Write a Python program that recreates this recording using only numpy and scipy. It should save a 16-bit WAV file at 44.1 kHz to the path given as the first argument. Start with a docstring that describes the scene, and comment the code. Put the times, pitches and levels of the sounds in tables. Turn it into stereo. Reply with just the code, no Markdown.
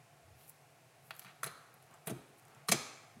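"""Fingers poke fluffy slime on a table, close to a microphone in a small, live room with a faint hum.
First the lump rubs softly, its skin peels and tiny bubbles tick. From 1.1 s the sticky film tears in
bursts of snaps, air pockets pop as damped resonators, foam crackles and the hole closes with a thump.
The fingers press or pull free again near 1.4 s, 2.1 s (mostly thumps) and 2.7 s (the strongest tear),
with ticks and crackle in between. The room rings out, and a last faint rub follows."""
import sys
import numpy as np
from scipy import signal
from scipy.fft import rfft, irfft
from scipy.io import wavfile

SR = 44100
rng = np.random.default_rng(int(sys.argv[2]) if len(sys.argv) > 2 else 0)


def wav_record(signal):
    """Record a signal, one row per channel, as 16-bit PCM in the file named by sys.argv[1]."""
    frames = np.transpose(np.atleast_2d(signal))
    bounded = np.clip(frames, -1, 1)
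    # unit amplitude maps onto the largest positive 16-bit level
    quanta = np.round(bounded * 32767).astype(np.int16)
    wavfile.write(sys.argv[1], SR, quanta)


N = 141120  # 3.2 s

# spectrum of the room's hum and hiss: f/Hz, relative level/dB
HUM_SPECTRUM = [(15, -78), (25, -48), (48, -32), (59, -16), (80, -18), (99, -6.5), (137, 3), (153, 0),
                (175, -13), (256, -15), (293, -15), (439, -11.5), (476, -11.5), (591, -13.5), (695, -4),
                (988, -17), (1100, -12.5), (1190, -18.5), (1400, -15.5), (1700, -18), (2480, -17.5),
                (3250, -24.5), (7510, -26), (11000, -27), (16000, -36.5)]
# the lump dragged and kneaded: centre t/s, Gaussian width/s, level/dB, f/Hz, bandwidth/Hz
RUB_SWELLS = [(.32, .055, -61, 85, 28), (.42, 0.034, -70, 3470, 6100), (1.939, 0.035, -62.5, 780, 1200),
              (2.55, 0.079, -64, 890, 1790), (2.56, .04, -68, 157, 79), (3.181, .012, -60, 162, 201)]
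# skin peeling off the surface: centre t/s, Gaussian width/s, level/dB, f/Hz
PEEL_SWELLS = [(.43, .04, -67, 11900), (.494, 0.012, -60.5, 11300), (.4962, 0.0014, -49, 9800),
               (1.07, 0.024, -68, 11800), (1.18, 0.034, -70, 12000), (1.743, 0.0035, -69, 13000),
               (1.945, 0.0038, -69, 8250), (2.067, 0.0045, -56, 10500), (2.39, .01, -68, 11000),
               (2.683, 0.0036, -53, 9500)]
# tiny surface bubbles: t/s, level/dB, f/Hz
BUBBLE_TICKS = [(.4802, -42, 12700), (0.4962, -37.5, 9600), (1.1072, -39, 13400), (1.142, -45, 10200),
                (1.1520, -46, 11000), (1.1653, -37, 12300), (1.1800, -50, 12500), (1.193, -41, 11000),
                (1.1948, -28.5, 11900), (1.197, -46, 11500), (1.234, -45, 9600), (1.4660, -38, 8500),
                (1.7416, -43, 12800), (1.8261, -46, 10600), (1.941, -42.5, 7900), (2.4524, -48, 9200),
                (2.549, -47, 7150)]
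# film tearing: t/s, hold/s, decay/s, squelch level/dB, its low f/Hz, its high f/Hz,
# crack level/dB, fizz level/dB
FILM_TEARS = [(1.107, 0.0016, 0.0044, -41.5, 860, 4580, -63, -59),
              (1.217, 0.0025, .005, -58.5, 1100, 4650, -68, -72),
              (1.193, 0.0022, 0.0017, -55, 1500, 4700, -56, -58),
              (1.246, 0.0023, 0.0036, -53, 844, 4300, -68, -61),
              (1.266, 0.0012, 0.0016, -55, 1000, 4370, -70, -71),
              (1.28, 0.0018, 0.0018, -62, 990, 4400, -69, -73),
              (1.255, 0.051, 0.013, -61, 836, 3660, -77, -87),
              (1.4296, 0.0025, 0.0022, -51, 900, 2580, -63, -60),
              (1.4318, 0.0016, 0.0034, -37.5, 1170, 2180, -42.5, -39),
              (1.4412, .0019, 0.0013, -44, 990, 4500, -63, -34.5),
              (1.446, 0.0059, 0.0041, -48.5, 900, 2270, -56, -50),
              (1.4612, 0.0061, 0.0069, -49.5, 400, 2570, -57, -46.5),
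              (1.469, 0.0072, 0.01, -51, 590, 4560, -59, -64),
              (2.0705, 0.0043, 0.0043, -47.5, 350, 3050, -52.5, -41.5),
              (2.0732, 0.00079, 0.00083, -44, 400, 4700, -60, -36.5),
              (2.0750, 0.0081, 0.0089, -46.5, 300, 3630, -74, -50),
              (2.095, .011, 0.0059, -50.5, 280, 3040, -54.5, -50),
              (2.6849, 0.0013, 0.0013, -37.5, 890, 4560, -35.5, -47),
              (2.689, 0.0018, 0.0076, -36.5, 990, 4400, -36, -35),
              (2.7152, .0041, 0.0052, -39, 130, 4700, -30.5, -32),
              (2.72, 0.0048, 0.0029, -29, 128, 4700, -26, -33),
              (2.7284, 0.0077, 0.012, -40, 150, 3430, -42, -53)]
# spectra of a tear's low, bright and highest parts: f/Hz, relative level/dB
SQUELCH_SPECTRUM = [(60, -16), (150, 1.5), (300, 0), (600, 1), (1000, -1), (1400, -2.5), (2400, -1),
                    (3300, -6), (4400, -2), (5300, -13.5), (16000, -37)]
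CRACK_SPECTRUM = [(60, -40), (1000, -20), (2400, -8.5), (3500, -2), (6300, 2), (8500, 1.5), (10500, -2),
                  (13000, -30), (16000, -41)]
FIZZ_SPECTRUM = [(60, -48), (3000, -36), (6500, -18.5), (8300, -2.5), (10100, 3), (12000, -3.5),
                 (15000, -8.5), (16500, -27)]
# resonances of the hand's hollow and the table: f/Hz, bandwidth/Hz, gain/dB
HOLLOW_MODES = [(456, 59, 3), (652, 28, -1), (800, 34, -9), (1213, 38, -1), (1345, 35, -6), (1880, 60, -4),
                (2287, 33, 2), (3340, 75, -4), (4100, 140, -14), (4490, 91, -5.5), (5250, 79, -6),
                (6150, 140, 0.5), (6425, 81, 0.5), (7400, 94, -7), (8900, 49, -20)]
# air pockets bursting: t/s, level/dB, final f/Hz, decay/s, upward glide as a fraction of f
POCKET_POPS = [(1.1076, -31.5, 1580, 0.00077, 0.05), (1.4324, -25.5, 1377, .0013, .15),
               (1.4342, -32, 1830, .0014, 0.054), (1.4405, -45, 1150, 0.00085, 0.13),
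               (1.4432, -37.5, 4100, 0.0016, .05), (1.4735, -45, 4240, 0.0038, 0.038),
               (2.1220, -49, 764, 0.01, 0.34), (2.6860, -27.5, 1265, 0.004, 0.082),
               (2.6880, -31, 1450, .0025, 0.04), (2.6865, -34, 4170, .004, .02),
               (2.7225, -29.5, 662, .009, .02), (2.7235, -32, 520, .007, .04),
               (2.7215, -33, 1190, 0.0061, 0.024), (2.7208, -26, 2320, 0.0063, .01)]
# fingers sinking into the foam: centre t/s, Gaussian width/s, level/dB
CRACKLE_SWELLS = [(1.22, .05, -53), (1.88, 0.041, -53), (2.44, .09, -55)]
# the hole closing and the lump slumping: t/s, level/dB, final f/Hz, decay/s
SLUMP_THUMPS = [(1.251, -54.5, 184, 0.03), (1.442, -43.5, 144, .034), (1.4620, -47, 391, 0.013),
                (1.4650, -48, 180, .02), (2.0700, -33.5, 164, 0.017), (2.0730, -47.5, 667, 0.0051),
                (2.0970, -35.5, 338, 0.01), (2.0990, -41, 658, 0.0092), (2.1091, -26, 191, 0.0054),
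                (2.1120, -34.5, 430, 0.0041), (2.1080, -45.5, 867, 0.0075), (2.115, -35, 132, 0.025),
                (2.1200, -34, 293, 0.009), (2.1230, -41.5, 354.3, 0.023), (2.162, -46, 169, 0.02),
                (2.1600, -48, 335, .016), (2.6880, -36, 452, 0.0079), (2.6920, -27.5, 177.5, 0.016),
                (2.7170, -29, 196, 0.013), (2.7240, -30.5, 435, .007), (2.7310, -28, 220, 0.0074),
                (2.7380, -34, 147.7, 0.026), (2.7390, -29, 349, 0.01)]
# near reflections: delay/s, gain as a ratio
REFLECTIONS = [(.0016, 0.12), (.0029, 0.11), (.0045, .25), (.0091, 0.17)]
# reverberation time: f/Hz, T60/s
TAIL_T60 = [(120, 0.22), (400, 0.83), (1200, 1.01), (4000, .75), (7000, 0.72), (10000, 0.58), (15000, 0.43)]
# spectrum of the reverberation: f/Hz, level/dB
TAIL_SPECTRUM = [(120, -17), (400, -8), (700, -11.5), (1200, -4), (2400, -9.5), (4000, -5.5), (7000, -10),
                 (10000, -14.5), (15000, -14)]
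# stereo width of the diffuse field and of the early scatter: f/Hz, side level/dB
DIFFUSE_SIDE = [(150, -53), (400, -20.5), (700, -12.5), (1300, -7), (4400, -5.5), (8500, -15),
                (14000, -2.5)]
SCATTER_SIDE = [(150, -55), (700, -23), (1300, -10.5), (4400, -14), (8500, -25), (14000, -8.5)]


def amp(db):
    """Amplitude grows tenfold for every 20 dB."""
    return 10 ** (np.asarray(db) / 20)


def unit(x):
    """Normalisation to an rms of 1."""
    return x / np.sqrt(np.mean(abs(x) ** 2) + 1e-20)


def read(points, hz):
    """Interpolation on a logarithmic frequency axis."""
    f, value = np.transpose(points)
    return np.interp(np.log(hz + 1), np.log(f + 1), value)


def add(mix, start, sound):
    """Superposition: a sound joins the mix at a start time in seconds."""
    part = mix[round(start * SR):][:len(sound)]
    part += sound[:len(part)]


def cut(x, hz, kind, order):
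    """Maximally flat high-pass or low-pass filtering."""
    return signal.sosfilt(signal.butter(order, min(hz, .45 * SR), kind, fs=SR, output="sos"), x)


def tint(x, spectrum, size=4096):
    """Minimum-phase filtering of unit energy: no sound precedes its onset."""
    log_gain = np.log(amp(read(spectrum, abs(np.fft.fftfreq(size, 1 / SR)))))
    taps = np.fft.ifft(np.exp(np.conj(signal.hilbert(log_gain)))).real[:size // 2]
    return signal.fftconvolve(x, taps / np.linalg.norm(taps))[:len(x)]


def shape(x, spectrum):
    """Zero-phase filtering by a spectrum in dB."""
    return irfft(rfft(x) * amp(read(spectrum, np.fft.rfftfreq(len(x), 1 / SR))), len(x))


def resonate(x, hz, width):
    """Forced response of one damped resonator."""
    r = np.exp(-np.pi * width / SR)
    return 2 * signal.lfilter([1 - r], [1, -r * np.exp(2j * np.pi * hz / SR)], x + 1e-18).real


def band(x, hz, width):
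    """Two resonators in cascade select a band, scaled to an rms of 1."""
    return unit(resonate(resonate(x, hz, width), hz, width))


def swell(centre, sigma, db):
    """A Gaussian envelope rises and falls smoothly."""
    t = np.arange(N) / SR
    return amp(db) * np.exp(-((t - centre) / sigma) ** 2 / 2)


def snaps(size, spread_db):
    """Dense impulses of random sign and uneven size sum to white noise."""
    signs = rng.choice([-1., 1.], size)
    return unit(signs * amp(spread_db * np.minimum(rng.exponential(1, size), 5)))


def room_hum(level_db=-63.5):
    """Stationary noise, strongest in the bass, is heard as hum and hiss; mid and side."""
    mid, side = (unit(shape(noise, HUM_SPECTRUM)) for noise in rng.standard_normal((2, N)))
    return amp(level_db) * np.array([mid, shape(side, DIFFUSE_SIDE)])


def rubs():
    """Friction noise: the table rumbles and the slime rustles as the lump is pushed."""
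    return sum(swell(centre, sigma, db) * band(rng.standard_normal(N), hz, width)
               for centre, sigma, db, hz, width in RUB_SWELLS)


def peels(width_hz=5400):
    """Adhesion fails in tiny steps: an airy crackle swells and fades as skin unsticks."""
    unsticking = cut(snaps(N, spread_db=4), 7100, "highpass", order=5)
    return sum(swell(centre, sigma, db) * band(unsticking, hz, width_hz)
               for centre, sigma, db, hz in PEEL_SWELLS)


def ticks(rise_s=0.0001, decay_s=0.00037, glide=0.1, puff_gain=0.52):
    """Small cavities resonate high: each bursting bubble gives a few rising cycles and a puff."""
    out, t = np.zeros(N), np.arange(SR // 100) / SR
    envelope = (1 - np.exp(-t / rise_s)) * np.exp(-t / decay_s)
    sweep = 1 + glide * (.5 - np.exp(-t / decay_s))
    for start, db, hz in BUBBLE_TICKS:
        ring = np.sin(2 * np.pi * np.cumsum(hz * sweep) / SR)
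        puff = band(rng.standard_normal(len(t)), hz, width=12000)
        add(out, start, amp(db) * envelope * (ring + puff_gain * puff))
    return cut(out, 1500, "highpass", order=2)


def tears(rise_s=0.00021, direct_gain=0.97):
    """Source and filter: the ripping film sheds snaps that excite the hand's hollow and the table."""
    film, t = np.zeros(N), np.arange(SR // 4) / SR
    for start, hold, decay, squelch_db, low_hz, high_hz, crack_db, fizz_db in FILM_TEARS:
        envelope = (1 - np.exp(-t / rise_s)) * np.exp(-np.maximum(t - hold, 0) / decay)
        squelch, crack, fizz = (tint(envelope * snaps(len(t), spread_db=2.5), spectrum)
                                for spectrum in (SQUELCH_SPECTRUM, CRACK_SPECTRUM, FIZZ_SPECTRUM))
        # the size of the gap sets the squelch's band
        squelch = cut(squelch, low_hz, "highpass", order=3)
        squelch = cut(squelch, high_hz, "lowpass", order=4)
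        burst = amp(squelch_db) * unit(squelch) + amp(crack_db) * unit(crack) + amp(fizz_db) * unit(fizz)
        add(film, start, burst * np.sqrt(np.mean(envelope ** 2)))
    ringing = sum(amp(db) * resonate(film, hz, width) for hz, width, db in HOLLOW_MODES)
    return direct_gain * film + ringing


def cavities(rows, rise_cycles):
    """Damped oscillation: each air cavity rings, its frequency rising as it shrinks."""
    out, t = np.zeros(N), np.arange(SR // 4) / SR
    for start, db, hz, decay, glide in rows:
        fall = np.exp(-t / decay)
        cycles = np.cumsum(hz * (1 - glide * fall)) / SR
        rise = 1 - np.exp(-cycles / rise_cycles)
        add(out, start, amp(db) * rise * fall * np.sin(2 * np.pi * cycles))
    return out


def pops():
    """Impulse excitation: a bursting air pocket rings at its natural frequency."""
    return cavities(POCKET_POPS, rise_cycles=0.19)


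def crackle(breaks_per_s=110, spread_db=3.5):
    """Shot noise: foam cells break one by one, at random, under the pressing fingers."""
    press = sum(swell(*row) for row in CRACKLE_SWELLS)
    breaks = rng.random(N) < breaks_per_s / SR
    sizes = amp(spread_db * np.clip(rng.standard_normal(N), -2, 2))
    return 2 * resonate(press * breaks * sizes, hz=10000, width=7800)


def thumps(glide=0.034):
    """Low, damped resonances build softly as the hole closes and the lump slumps on the table."""
    return cavities([(*row, glide) for row in SLUMP_THUMPS], rise_cycles=0.43)


def tail(build_s=0.0054):
    """A diffuse field builds up, then decays exponentially, each band at its own rate."""
    hz, t, noise = signal.stft(rng.standard_normal(SR), SR, nperseg=256)
    damping = np.log(1000) / read(TAIL_T60, hz)[:, None]
    fall = np.exp(-damping * t) * np.sqrt(2 * damping / SR)  # energy independent of T60
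    bands = noise * fall * amp(read(TAIL_SPECTRUM, hz))[:, None]
    response = signal.istft(bands, SR, nperseg=256)[1][:SR]
    return response * (1 - np.exp(-(np.arange(SR) / SR / build_s) ** 2))


def room(x, swap_hz=70.48, scatter_s=0.0024):
    """Direct sound, near reflections and reverberation superpose; mid and side."""
    # two alternating tails keep the decay smooth
    phase = 2 * np.pi * swap_hz * np.arange(N) / SR
    mid = sum(signal.fftconvolve(x * share, tail())[:N] for share in (np.cos(phase), np.sin(phase)))
    for delay, gain in [(0.00013, 1), *REFLECTIONS]:  # the direct path comes first
        add(mid, delay, gain * x)
    scatter = rng.standard_normal(SR) * np.exp(-np.arange(SR) / SR / scatter_s)
    early_side = shape(signal.fftconvolve(x, scatter / np.linalg.norm(scatter))[:N], SCATTER_SIDE)
    late_side = shape(signal.fftconvolve(x, tail())[:N], DIFFUSE_SIDE)
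    return np.array([mid, early_side + late_side])


def scene():
    """All sources add in the room; the sum and difference of mid and side give left and right."""
    # small pockets radiate no deep bass
    bursts = cut(tears() + pops() + thumps(), 103, "highpass", order=4)
    mid, side = room(bursts + ticks() + crackle() + peels() + rubs()) + room_hum()
    return np.array([mid + side, mid - side])


def record(dry, limit_hz=16200):
    """Finite bandwidth: the microphone rolls off the bass, then a low-pass limits the treble."""
    thin = cut(dry, 80, "highpass", order=2)
    lowpass = signal.firwin(511, limit_hz, window=("kaiser", 9), fs=SR)
    return signal.oaconvolve(thin, lowpass[None], "same")


dry = scene()
out = record(dry)
wav_record(out)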